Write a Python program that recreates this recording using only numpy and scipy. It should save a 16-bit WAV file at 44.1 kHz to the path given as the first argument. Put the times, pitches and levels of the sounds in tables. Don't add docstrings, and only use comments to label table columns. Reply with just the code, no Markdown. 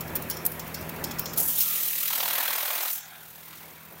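import sys
import numpy as np
from scipy import signal
from scipy.io import wavfile
from scipy.ndimage import uniform_filter1d

SR = 44100
rng = np.random.default_rng(int(sys.argv[2]) if len(sys.argv) > 2 else 0)


def ratio(d):
    e = np.asarray(d, float) / 20
    return 10 ** e


def int16_out(signal):
    q = np.round(np.clip(np.atleast_2d(signal).T, -1, 1) * 32767)
    wavfile.write(sys.argv[1], SR, q.astype(np.int16))


N = 176400
FIRST_PASS_S = 1.3835


def evened(x):
    return x / np.sqrt(np.mean(x ** 2) + 1e-20)


def read(points, hz):
    f, value = np.transpose(points)
    return np.interp(np.log(hz + 1), np.log(f + 1), value)


def follow(table, t, axis):
    return np.interp(t, np.array(table)[:, 0], np.array(table)[:, axis])


def slow(top_hz):
    t = np.arange(N // 64 + 2) * 64 / SR
    x = sum(np.sin(2 * np.pi * (f * t + rng.random())) for f in np.geomspace(top_hz / 5, top_hz, 24))
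    return np.interp(np.arange(N) / 64, np.arange(len(t)), evened(x))


def noise(field_db, patchy_db, size=512, extra_db=lambda hz, s: 0):
    frames = N * 4 // size + 5
    hz = np.fft.rfftfreq(size, 1 / SR)
    real, imaginary, patches = rng.standard_normal((frames, len(hz), 3)).T
    patches = uniform_filter1d(patches, size // 128, 0)
    patches = evened(uniform_filter1d(patches, 6000 // size, 1))
    grid = hz[:, None], np.arange(frames)[None] * size / 4 / SR
    gain = ratio(field_db(*grid)) * np.ones(real.shape)
    gain = gain / np.sqrt((gain ** 2).mean(0))
    spectra = (real + 1j * imaginary) * gain * ratio(patchy_db * patches)

    def back(z):
        return signal.istft(z, nperseg=size, noverlap=size * 3 // 4)[1][:N]
    return back(spectra * ratio(extra_db(*grid))) / np.std(back(spectra))


def passes(rise_s, fall_s, bed, late_s, count=105):
    # (time [s], factor on the bed between the cuts)
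    loose_leaves = [
        (1.4, 1.5),
        (1.53, 2.2),
        (1.85, 2.2),
        (2.05, .9),
        (2.5, .9),
        (2.75, 1.15),
    ]
    passes_per_s, jitter_s, spread_db = 40.0, .0008, 1.5
    chance = rng.standard_normal((count, 2))
    at = FIRST_PASS_S + late_s + np.arange(count) / passes_per_s + jitter_s * chance[:, 0]
    train = np.zeros(N)
    train[np.minimum(at * SR, N - 1).astype(int)] = ratio(spread_db * chance[:, 1])
    t = np.arange(-1500, 1501) / SR
    shape = np.exp(-(t / np.where(t < 0, rise_s, fall_s)) ** 2)
    chaff = bed * follow(loose_leaves, np.arange(N) / SR, axis=1)
    env = chaff + signal.oaconvolve(train, shape, "same")
    return env / np.sqrt(np.mean(env[N // 2:] ** 2))


def shredding():
    # (time [s], leaf fizz [dB], stem thud [dB], lowest stem pitch [octaves above 100 Hz])
    load = [(1.36, -45, -62, 3.3), (1.38, -25, -35, 6.5), (1.46, -32, -33.5, 12), (1.5, -30.5, -59, 5.7),
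            (1.66, -31, -46, 4.3), (1.92, -30.5, -44, 4.02), (2.08, -26.5, -35, 4.34),
            (2.11, -27.5, -33.5, 2.8), (2.36, -28.5, -31.5, 1.6), (2.84, -30.5, -38.5, 0.68),
            (2.9, -29, -39, 4.8), (2.93, -29, -51, 3.8), (2.98, -35, -46, 2.7), (3.02, -50, -53.5, 3.3),
            (3.25, -48, -58, 1.2), (3.55, -47.5, -52, 3.4), (3.85, -51.5, -64, 5.2), (4, -52.5, -61, 2.2)]
    # (frequency [Hz], density [dB per Hz])
    leaf_spectrum = [(2350, -20.5), (4000, -18), (4450, -17.5), (6310, -10), (8000, -10.5), (11100, -7),
                     (13600, 0.5), (16000, -2.5), (16500, -53)]
    # (frequency [Hz], density [dB per Hz])
    stem_spectrum = [(290, -49), (500, -2.5), (872, 2.5), (1020, 0.5), (2290, -3.5), (2750, -1), (4000, 0),
                     (5970, -9.5), (9000, -21), (11700, -16), (19800, -120)]
    edge_db_per_oct, stem_top_hz = 59, 7700
    t = np.arange(N) / SR

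    def stem_db(hz, s):
        below_edge = np.maximum(follow(load, s, axis=3) - np.log2(hz / 100 + 1e-3), 0)
        above_top = np.maximum(np.log2(hz / stem_top_hz + 1e-3), 0)
        return read(stem_spectrum, hz) - edge_db_per_oct * below_edge - 20 * above_top

    fizz = noise(lambda hz, s: read(leaf_spectrum, hz), 1.0)
    fizz = fizz * passes(rise_s=.006, fall_s=.009, bed=.68, late_s=0)
    fizz = fizz * ratio(follow(load, t, axis=1))
    thud = noise(stem_db, 1.6) * passes(rise_s=.0035, fall_s=.007, bed=.6, late_s=-.0014)
    thud = thud * ratio(follow(load, t, axis=2))
    return signal.sosfilt(signal.butter(4, 220, "high", fs=SR, output="sos"), fizz + thud)


def burst(t, rise_s, fall_s):
    return (1 - np.exp(-t / rise_s)) * np.exp(-t / fall_s)


def clanks():
    # (time [s], peak [dB], slat ring re peak [dB], length [ms])
    blows = [(.006, -21.5, -16.5, 9.2), (.078, -32, -16, 8), (.099, -34, -25, 5), (0.152, -15.5, -22.5, 18),
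             (0.221, -23, -24, 8.4), (.234, -36, -21, 7), (.298, -15.5, -20, 11), (0.309, -26.5, -6, 8.2),
             (0.368, -26, -16, 9.5), (0.451, -13, -28, 7), (0.4618, -9.5, -44, 7.6), (0.517, -24, -25, 9.1),
             (0.5937, -25, -10, 10.3), (.665, -36.5, -13, 9.4), (.677, -28.5, -27, 6),
             (0.742, -23.5, -9, 13), (.809, -29, -17, 8), (.826, -36, -16, 5), (0.891, -24.5, -17, 9.2),
             (.960, -31, -17, 8.9), (1.039, -17.5, -11.5, 10), (1.109, -27.5, -8, 12),
             (1.185, -27, -7.5, 13), (1.194, -11, -32, 3.5), (1.197, -43, -17, 4.9), (1.256, -27, -4.5, 10),
             (1.333, -25.5, -11.5, 10), (1.362, -27, -23, 5.3), (1.373, -14, -23, 23),
             (1.399, -13, -40, 12), (1.455, -23, -40, 18), (1.476, -15.5, -47, 39), (1.582, -13, -30, 18),
             (1.601, -11.5, -18.5, 35), (1.884, -18, -30, 2.5), (3.154, -43.5, -20, 6),
             (3.57, -38.5, -11, 12), (3.851, -38, -25, 6), (3.921, -37.5, -31, 10), (3.994, -35, -28, 8)]
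    # (frequency [Hz], density [dB per Hz])
    blow_spectrum = [(1180, -67), (2000, -30), (3430, -22), (4510, -23), (8000, -15), (13200, -1),
                     (15600, 1), (16500, -14.5)]
    # (frequency [Hz], width [Hz], level [dB])
    slat_modes = [(5440, 460, 4.5), (4440, 840, -1), (6850, 1800, -2), (3350, 460, -2)]
    blow_db, ring_trim_db = -10, -5
    rise_share, rise_s = .2, .0011
    t = np.arange(8000) / SR
    blow_tail = ratio(-10.5) * burst(t, rise_s, .013)
    ring_tail = ratio(-6.5) * burst(t, rise_s, .032)
    bright, ring = np.zeros((2, N + 8000))
    for s, db, ring_db, ms in blows:
        length_s = ms / 1000
        body = np.minimum(t / (rise_share * length_s), 1) * np.exp(-(t / length_s) ** 2.5)
        at = slice(round(s * SR), round(s * SR) + 8000)
        bright[at] += ratio(db + blow_db) * (body + blow_tail)
        ring[at] += ratio(db + ring_db + ring_trim_db) * (body + ring_tail)

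    def modes_db(hz, s):
        return 10 * np.log10(sum(ratio(2 * db) / (1 + (2 * (hz - f) / w) ** 2) ** 2 for f, w, db in slat_modes))

    blow_noise = noise(lambda hz, s: read(blow_spectrum, hz), 0.77, size=256)
    return bright[:N] * blow_noise + ring[:N] * noise(modes_db, 2.0, size=256)


def machine():
    # (time [s], level [dB])
    roar_level = [(0, -42), (.18, -42), (.52, -43.5), (1.16, -41), (1.42, -44.5), (1.6, -51), (1.95, -54.5),
                  (2.35, -57), (2.85, -64.5), (3.09, -57.5), (3.4, -56), (4, -53)]
    # (frequency [Hz], density [dB per Hz])
    roar_spectrum = [(30, -13), (110, -4), (350, -2), (2600, -12), (2900, -17), (8100, -36), (13500, -48),
                     (16000, -21.5)]
    # (frequency [Hz], level [dB])
    rotor_orders = [(40.2, -70), (80.4, -52.5), (120.6, -57), (160.8, -45.5), (201, -53), (241.2, -54),
                    (366, -56.5), (402, -68), (967, -56.5), (1362, -60)]
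    # (frequency [Hz], factor on the sag in dB [1])
    sag_share = [(30, 1.84), (100, 1.24), (160, 1.21), (300, 1.45), (700, 1.28), (1500, 0.88), (3000, 0.83),
                 (12000, 0.064)]
    hum_sag, waver_db, waver_rad = .94, .7, .12
    t, top_db = np.arange(N) / SR, roar_level[0][1]

    def sag_db(hz, s):
        return read(sag_share, hz) * (follow(roar_level, s, axis=1) - top_db)

    roar = noise(lambda hz, s: read(roar_spectrum, hz), 2.1, size=2048, extra_db=sag_db)
    hum = np.zeros(N)
    for hz, db in rotor_orders:
        level = ratio(db + hum_sag * sag_db(hz, t) + waver_db * slow(15.0))
        phase = 2 * np.pi * (hz * t + rng.random()) + waver_rad * slow(8.0) * np.sqrt(hz / 160)
        hum += level * np.sqrt(2) * np.sin(phase)
    return ratio(top_db + 3.0) * roar + hum


def open_bands():
    # (start [s], length [s], low edge [Hz], high edge
    # [Hz])
    gate_bands = [(.155, .05, 15200, 15800), (.29, .05, 15200, 15800), (.309, .085, 5200, 5900),
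                  (.312, .03, 10300, 11800), (.468, .08, 10000, 15500), (.595, .02, 15200, 15800),
                  (.75, .07, 4800, 6200), (1.044, .05, 5100, 5800), (1.046, .04, 8000, 9300),
                  (1.2, .05, 5000, 5700), (1.205, .045, 12000, 15800), (1.256, .06, 4900, 7400),
                  (1.37, .045, 420, 840), (1.376, .04, 6000, 8500), (1.48, .1, 2800, 3800),
                  (1.57, .1, 2500, 4200), (1.601, .02, 2100, 7000), (1.64, .18, 1170, 1360),
                  (1.7, .08, 1800, 4000), (2.02, .08, 1100, 1500), (2.11, .42, 230, 330),
                  (2.185, .027, 40, 150), (2.287, .24, 1500, 2500), (2.3, .59, 590, 2630),
                  (2.655, .03, 35, 110), (2.77, .05, 310, 450), (2.93, .12, 5230, 7700),
                  (2.944, .25, 1900, 2500), (2.95, .26, 3100, 3800), (2.95, .3, 1350, 1700),
                  (2.96, .3, 680, 860), (3.15, .012, 1200, 3000), (3.43, .3, 1950, 2250),
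                  (3.5, .22, 240, 340), (3.51, .07, 1100, 1600), (3.6, .12, 360, 1200),
                  (3.91, .12, 300, 1500)]
    gate_levels = [-43, -42, -47.5, -44, -44, -46, -52, -50, -52, -49, -44.5, -44.5, -43.5, -40.5, -48.5,
                   -49, -42, -53, -47, -49.5, -59.5, -61, -40.5, -41, -62.5, -51, -48, -60.5, -59, -55.5,
                   -59.5, -51.5, -59, -64, -56, -56, -53.5]
    open_s, close_s, edge_oct = .004, .012, .014

    def soft(u):
        return 1 / (1 + np.exp(-np.clip(u, -40, 40)))

    def field_db(hz, s):
        power = 0
        for (at, length, low, high), db in zip(gate_bands, gate_levels):
            opening = soft((s - at) / open_s * 3)
            closing = soft((at + length - s) / np.minimum(close_s, length / 6))
            above_low = soft(np.log2(hz / low + 1e-9) / edge_oct)
            below_high = soft(np.log2(high / (hz + 1)) / edge_oct)
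            density = ratio(2 * db) * SR / 2 / (high - low)
            power = power + density * opening * closing * above_low * below_high
        return 10 * np.log10(power + 1e-20)

    throb = passes(rise_s=.013, fall_s=.015, bed=1.0, late_s=0)
    gated = noise(lambda hz, s: 0 * hz, 1.8, size=1024, extra_db=field_db)
    return gated * np.where(np.arange(N) > FIRST_PASS_S * SR, throb, 1)


def scene():
    return (shredding() + clanks() + machine() + open_bands())[None]


def low_pass(x):
    return signal.sosfilt(signal.butter(12, 16990, fs=SR, output="sos"), x)


def record(dry):
    edge_hz, leak_db = 15850, -44
    lowpass = signal.firwin(601, edge_hz, window=("kaiser", 6), fs=SR)
    limited = signal.oaconvolve(dry, lowpass[None], "same")
    return low_pass(limited + ratio(leak_db) * (dry - limited))


dry = scene()
out = record(dry)
int16_out(out)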